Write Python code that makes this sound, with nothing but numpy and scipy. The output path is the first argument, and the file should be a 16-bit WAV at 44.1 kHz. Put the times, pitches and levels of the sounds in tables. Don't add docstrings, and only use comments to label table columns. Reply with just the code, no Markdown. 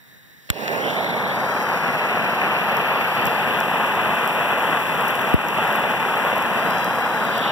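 import sys
import numpy as np
from scipy import signal
from scipy.fft import rfft, irfft
from scipy.io import wavfile
from scipy.ndimage import uniform_filter1d, minimum_filter1d

SR = 44100
rng = np.random.default_rng(int(sys.argv[2]) if len(sys.argv) > 2 else 0)


def bounce(signal):
    frames = np.transpose(np.atleast_2d(signal))
    limited = np.clip(frames, -1, 1)
    pcm = np.round(limited * 32767).astype(np.int16)
    wavfile.write(sys.argv[1], SR, pcm)


N = 331191
TIME = np.arange(N) / SR
FRAME = 1024
HZ, FRAME_S, _ = signal.stft(np.zeros(N), SR, nperseg=FRAME)
HZ = np.maximum(HZ, 1)[:, None]
VALVE_START_S, SPARK_S, VALVE_OPEN_S = 0.35, 0.49, 0.61
MIC_LAG_S = 0.0004507

# time in seconds, frequency ratio of the balance pattern, that of the phase pattern.
AIM = [(0, 0.71, 0.73), (.72, 0.63, 0.57), (.95, 0.89, 0.94), (1.3, 0.87, 0.94), (1.6, 0.97, 0.99),
       (3.7, 0.98, 1.015), (6.4, 1.03, 1), (7.51, 1.1, 0.94)]


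def from_db(db):
    return 10 ** (np.asarray(db) / 20)


def curve(rows, s):
    times, *columns = np.transpose(rows)
    return [np.interp(s, times, c) for c in columns]


def at_hz(rows, hz):
    points, *columns = np.transpose(rows)
    return [np.interp(np.log(hz), np.log(points), c) for c in columns]


def ramp(low_hz, high_hz):
    return np.clip(np.log(HZ / low_hz) / np.log(high_hz / low_hz), 0, 1)


def bump(centre_hz, octaves):
    return np.exp(-(np.log2(HZ / centre_hz) / octaves) ** 2)


def band_db(centre_hz, half_width_hz):
    return -10 * np.log10(1 + ((HZ - centre_hz) / half_width_hz) ** 4)


def white():
    return signal.stft(rng.standard_normal(N) * np.sqrt(SR / 2), SR, nperseg=FRAME)[2]


def drift(rate_hz):
    hz = np.arange(N + 1) * SR / (2 * N)
    slow = irfft(rfft(rng.standard_normal(2 * N)) / (1 + (hz / rate_hz) ** 2))[:N]
    return slow / slow.std()


def flutter(depth_db, rate_hz):
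    return from_db(depth_db * drift(rate_hz))


def resonate(x, modes):
    out = 0
    for k, (hz, width, db) in enumerate(modes):
        r = np.exp(-np.pi * width / SR)
        feed = [(1 - r * r) / 2, 0, (r * r - 1) / 2]
        feedback = [1, -2 * r * np.cos(2 * np.pi * hz / SR), r * r]
        out = out + (-1) ** k * from_db(db) * signal.lfilter(feed, feedback, x + 1e-18)
    return out


def strikes(times, db):
    out = np.zeros(N)
    np.add.at(out, (np.asarray(times) * SR).astype(int), from_db(db))
    return out


def bursts(impulses, decay_s):
    envelope = signal.lfilter([1], [1, -np.exp(-1 / (decay_s * SR))], impulses + 1e-18)
    return envelope * rng.choice([-1, 1], N)


def panned(x, pan_db):
    return np.array([x * from_db(pan_db / 2), x * from_db(-pan_db / 2)])


def spaced(pair):
    return np.array([-np.interp(TIME - MIC_LAG_S, TIME, pair[0]), pair[1]])


def stereo_noise(level_db, pan_db, lead, likeness):
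    likeness = np.clip(likeness, 0, 1)
    shared, ratio = np.sqrt(likeness) * white(), from_db(pan_db)
    gain = from_db(level_db) * np.sqrt(2 / (1 + ratio ** 2))
    left = (shared + np.sqrt(1 - likeness) * white()) * gain * ratio
    right = (shared + np.sqrt(1 - likeness) * white()) * gain * np.exp(-1j * lead)
    return signal.istft(np.array([left, right]), SR, nperseg=FRAME)[1][:, :N]


def aside(end_s=1.45, fade_s=0.84):
    return np.clip((end_s - FRAME_S) / fade_s, 0, 1)


def notch_db():
    # centre in Hz, width in octaves, pan in dB.
    notches = [(1900, 0.19, 6), (3640, 0.054, 18)]
    slide, _ = curve(AIM, FRAME_S)
    return sum(db * bump(hz * slide, octaves) for hz, octaves, db in notches)


def nozzle_noise(level_db, extra_pan_db=0, aside_db=-0.5):
    # frequency in Hz, pan in dB, likeness from 0 to 1.
    image = [(1800, -0.5, 0.47), (4140, -2.5, 1), (7500, 1.5, 1), (9000, 3.5, 0.2), (10300, 5.5, 0),
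             (13300, 1.5, 0.4), (15300, -5, 0.2)]
    pan_db, likeness = at_hz(image, HZ)
    pan_db = pan_db + extra_pan_db + notch_db() + aside_db * aside()
    return stereo_noise(level_db, pan_db, np.pi - 2 * np.pi * HZ * MIC_LAG_S, likeness)


def valve_db(shut_db=-23):
    return np.interp(FRAME_S, [VALVE_START_S, VALVE_OPEN_S], [shut_db, 0])


def unlit_gas(gas_db=-1, surge_db=12, warm_s=0.74, fade_s=0.14):
    # frequency in Hz, base level in dB per Hz.
    whistle = [(25, -104), (75, -94), (140, -75), (350, -87.5), (1400, -91.5), (1800, -75), (2300, -90.5),
               (3300, -98.5), (3800, -82), (4300, -99), (5000, -99), (8300, -104), (12000, -99),
               (15500, -92)]
    flow_db = gas_db + np.interp(TIME, [SPARK_S, VALVE_OPEN_S], [0, surge_db])
    cold = np.clip(1 - (TIME - warm_s) / fade_s, 0, 1)
    return nozzle_noise(at_hz(whistle, HZ)[0]) * cold * from_db(flow_db) * flutter(1, rate_hz=8)


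def jet(shade_db=-4, shade_end_s=3.3, shade_fade_s=0.39, glare_db=7, glare_s=3.1, glare_width_s=0.7):
    # frequency in Hz, base level in dB per Hz.
    hiss = [(1500, -100), (3500, -87), (4500, -84.5), (5500, -82.5), (6800, -85.5), (8000, -84),
            (9000, -86.5), (10300, -82), (12000, -83.5), (13300, -81), (14800, -80), (15500, -83)]
    # time in seconds, rasp in dB, sizzle in dB.
    moves = [(.6, 8, -6.5), (.87, 8.5, -1), (1.2, 1, -3), (1.6, 8, -1), (3.1, 1.5, -2), (4.6, -0.5, 2),
             (6.4, 1.5, 0), (6.8, -3, 0.5), (7.5, 2, -2)]
    rasp_db, sizzle_db = curve(moves, FRAME_S)
    top = ramp(3300, 10900)
    level_db = at_hz(hiss, HZ)[0] + valve_db() + rasp_db * (1 - top) + sizzle_db * top
    shade = np.clip((shade_end_s - FRAME_S) / shade_fade_s, 0, 1)
    glare = np.exp(-((FRAME_S - glare_s) / glare_width_s) ** 2)
    colour_db = shade_db * shade * bump(7900, octaves=0.27) + glare_db * glare * bump(12700, octaves=0.17)
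    return nozzle_noise(level_db + colour_db) * flutter(1.06, rate_hz=60)


def igniter(blow_db=12, rattle_db=-2, crack_db=-20):
    # start in seconds, force in dB, treble cutoff in Hz.
    clicks = [(0.5014, -2.5, 17000), (0.6793, -7, 3600)]
    # pitch in Hz, width in Hz, gain in dB.
    body_modes = [(1910, 1650, 8), (3200, 3700, 2), (4900, 1200, -12), (7300, 660, -1.5), (13100, 1900, -6)]
    out = 0
    for s, db, cutoff_hz in clicks:
        blow = strikes([s], db)
        rattle = bursts(blow, decay_s=0.002)
        body = resonate(from_db(blow_db) * blow + from_db(rattle_db) * rattle, body_modes)
        lowpass = signal.butter(2, cutoff_hz, fs=SR, output="sos")
        out = out + signal.sosfilt(lowpass, body + from_db(crack_db) * rattle)
    return spaced(panned(out, pan_db=2))


def flame(roar_db=-.5, catch_db=21.5, swell_s=0.083, bright_db=1.5, dull_db=5.5, settle_s=0.75):
    # frequency in Hz, base level in dB per Hz.
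    roar = [(25, -105), (55, -107), (100, -64), (190, -51), (310, -59), (460, -52.5), (850, -50.5),
            (1250, -56), (1650, -57), (2150, -62), (2650, -59.5), (3300, -66), (4000, -77.5), (6000, -100)]
    # time in seconds, contact from 0 to 1.
    contacts = [(1.3, 0), (1.75, 0.35), (1.92, 0.47), (3.3, 0.94), (4.4, 0.98), (6.3, 0.91), (6.8, 0.53),
                (7.3, 0.15)]
    # frequency in Hz, lift in dB.
    contact_lift = [(450, 0.5), (900, 2), (1800, 1.5), (2500, 11), (3500, 12)]
    # time in seconds, boost in dB, pitch in Hz.
    hollow = [(.55, 8, 500), (.85, 3.5, 550), (1.1, 3, 960), (1.6, 6.5, 1400), (2.2, 4.5, 1600)]
    # pitch in Hz, width in octaves, boost in dB.
    pipe_modes = [(2600, 0.077, 2), (3460, 0.055, 3)]
    # frequency in Hz, pan in dB, lead of the left side in radians.
    image = [(40, 4, -2.2), (100, 6.5, -1.1), (190, 3, -.95), (300, -.4, -.8), (480, -.5, -.38),
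             (800, -.2, -.06), (1250, .6, .12), (1600, 5.6, .6), (1900, 11.5, 1.6), (2200, 2.6, 3.3),
             (2550, -2.2, 4.5), (3200, 0, 5.4), (3580, 9, 6.1), (3900, 0, 9.4)]
    age = np.maximum(FRAME_S - SPARK_S, 0)
    contact, = curve(contacts, FRAME_S)
    hollow_db, hollow_hz = curve(hollow, FRAME_S)
    swell_share = 0.6 + 0.4 * ramp(200, 420)
    level_db = at_hz(roar, HZ)[0] + (roar_db - catch_db * np.exp(-age / swell_s)) * swell_share
    level_db += (bright_db - dull_db * np.exp(-age / settle_s)) * ramp(530, 950)
    level_db += (contact - 1) * at_hz(contact_lift, HZ)[0]
    level_db += hollow_db * (bump(hollow_hz, octaves=1) - .5)
    level_db += contact * sum(db * bump(hz, octaves) for hz, octaves, db in pipe_modes)

    pan_slide, phase_slide = curve(AIM, FRAME_S)
    aside_db = -12 * aside() * (1 - ramp(450, 1700))
    pan_db = at_hz(image, HZ / pan_slide)[0] + aside_db
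    lead = at_hz(image, HZ / phase_slide)[1]
    sound = stereo_noise(level_db, pan_db, lead, likeness=.99 - .05 * ramp(1200, 1900))
    sound = sound * (TIME > SPARK_S) * flutter(1.04, rate_hz=110) * flutter(0.6, rate_hz=4)
    low_cut = signal.butter(3, 70, "high", fs=SR, output="sos")
    return signal.sosfilt(low_cut, sound)


def thumps(rest_hz=58, slowing_s=.0028, attack_s=.001, lag_s=.0006):
    # start in seconds, strength in dB, starting pitch in Hz, decay in seconds, pan in dB.
    puffs = [(.502, -5.5, 220, .0065, -3), (3.255, -18, 220, .008, 0), (5.3415, 5.5, 450, .0075, 2)]
    out = 0
    for s, db, start_hz, decay_s, pan_db in puffs:
        age = np.maximum(TIME - s, 0)
        turns = rest_hz * age + (start_hz - rest_hz) * slowing_s * (1 - np.exp(-age / slowing_s))
        envelope = from_db(db) * (1 - np.exp(-age / attack_s)) * np.exp(-age / decay_s)
        out = out + panned(envelope * np.sin(2 * np.pi * turns), pan_db)
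    return np.array([out[0], -np.interp(TIME - lag_s, TIME, out[1])])


def burner(half_width_hz=360, pan_db=-1.5):
    # time in seconds, level in dB per Hz, centre in Hz.
    rasp = [(.55, -73, 1750), (.72, -59, 1780), (.98, -58, 1960), (1.3, -60.5, 2020), (1.7, -62, 2250),
            (2.05, -58, 2420), (3.1, -59, 2520), (3.8, -65, 2620)]
    peak_db, centre_hz = curve(rasp, FRAME_S)
    level_db = peak_db + band_db(centre_hz, half_width_hz)
    sound = stereo_noise(level_db, pan_db + notch_db(), lead=np.pi, likeness=1)
    return sound * (TIME > SPARK_S) * flutter(2.5, rate_hz=70)


def rush():
    # time in seconds, level in dB per Hz, centre in Hz, half-width in Hz.
    sweep = [(.62, -63.5, 2680, 200), (.77, -63.5, 2610, 230), (.88, -61.5, 3080, 425),
             (1.0, -65.5, 3520, 374), (1.3, -67, 3560, 382), (1.6, -88, 3900, 300), (2.1, -82, 4150, 324),
             (3.3, -75, 4540, 345), (3.9, -101, 4420, 350), (7.05, -78, 3700, 347),
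             (7.27, -70.5, 3520, 400), (7.45, -59.5, 3200, 460)]
    peak_db, centre_hz, half_width_hz = curve(sweep, FRAME_S)
    level_db = peak_db + valve_db() + band_db(centre_hz, half_width_hz)
    return nozzle_noise(level_db) * (TIME > SPARK_S) * flutter(2, rate_hz=50)


def tube(pan_db=4):
    # pitch in Hz, width in octaves, gain in dB.
    modes = [(3150, 0.056, 3.5), (3830, .06, 0), (4840, .07, -2.5), (5960, 0.049, -9)]
    # time in seconds, base level in dB per Hz, pitch ratio.
    ringing = [(1.2, -74, 0.88), (1.55, -70.5, 1.04), (2.1, -74, 0.79), (6.3, -88, 0.93),
               (6.72, -68.5, 1.03), (7.15, -72.5, 1.04), (7.5, -69, 0.94)]
    ring_db, ratio = curve(ringing, FRAME_S)
    peaks = sum(from_db(db) * bump(hz * ratio, octaves) for hz, octaves, db in modes)
    level_db = ring_db + 20 * np.log10(peaks + 1e-6)
    return nozzle_noise(level_db, pan_db) * (TIME > SPARK_S) * flutter(0.5, rate_hz=20)


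def spalling(faint_per_s=16, faint_db=-31, spread_db=2.5, pan_db=2, scatter_db=3, decay_s=.0004):
    # start in seconds, force in dB, body relative to that force in dB.
    ticks = [(2.7690, -17, -2), (3.2549, -13, -7), (3.2680, -17, -7), (3.6038, -18.5, -1),
             (4.2761, -17, -8), (5.0075, -22, -10), (5.0228, -24, -10), (5.0802, -21, -5),
             (5.0839, -16, -5), (5.1060, -19, -11), (5.1548, -19, -9), (5.2156, -23, -4), (5.3416, -15, -8),
             (5.4852, -17.5, -7), (5.7270, -20, -9), (5.7582, -20, -13), (5.7994, -21, -8),
             (6.1754, -19, -11), (6.2727, -22, -14), (6.3590, -22, -10), (6.3811, -18, -8),
             (6.4241, -22, -2), (6.7073, -19, -4), (6.7840, -23, 0), (6.8450, -19, 0), (6.9874, -24, -9),
             (7.2511, -23, -13), (7.3797, -19, -5)]
    # time in seconds, heat from 0 to 1.
    heating = [(2.5, 0), (4.8, .15), (5.1, 0.8), (6.9, 0.9), (7.5, .4)]
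    snap_mode, body_mode = (13900, 7000, 3.4), (5400, 3400, 2)
    times, force_db, body_db = np.transpose(ticks)
    heat, = curve(heating, TIME)
    flaking = rng.random(N) < faint_per_s * heat / SR
    faint = flaking * from_db(faint_db + spread_db * np.clip(rng.standard_normal(N), -2, 2))
    place_db = pan_db + scatter_db * rng.standard_normal(N)
    snaps = strikes(times, force_db) + faint
    bodies = strikes(times, force_db + body_db)
    out = 0
    for impulses, mode in (snaps, snap_mode), (bodies, body_mode):
        crackle = bursts(panned(impulses, place_db), decay_s)
        out = out + resonate(resonate(crackle, [mode]), [mode])
    return spaced(out)


def scene():
    return unlit_gas() + jet() + igniter() + flame() + thumps() + burner() + rush() + tube() + spalling()


def record(dry, ceiling_db=-1.5, release_db_per_s=19, cutoff_hz=15600):
    over_db = np.maximum(20 * np.log10(np.abs(dry).max(axis=0) + 1e-9) - ceiling_db, 0)
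    duck_db = np.maximum.accumulate(over_db + release_db_per_s * TIME) - release_db_per_s * TIME
    gain = uniform_filter1d(minimum_filter1d(from_db(-duck_db), size=41), size=41)
    high_cut = signal.ellip(12, .1, 80, cutoff_hz, fs=SR, output="sos")
    return signal.sosfilt(high_cut, dry * gain)


dry = scene()
out = record(dry)
bounce(out)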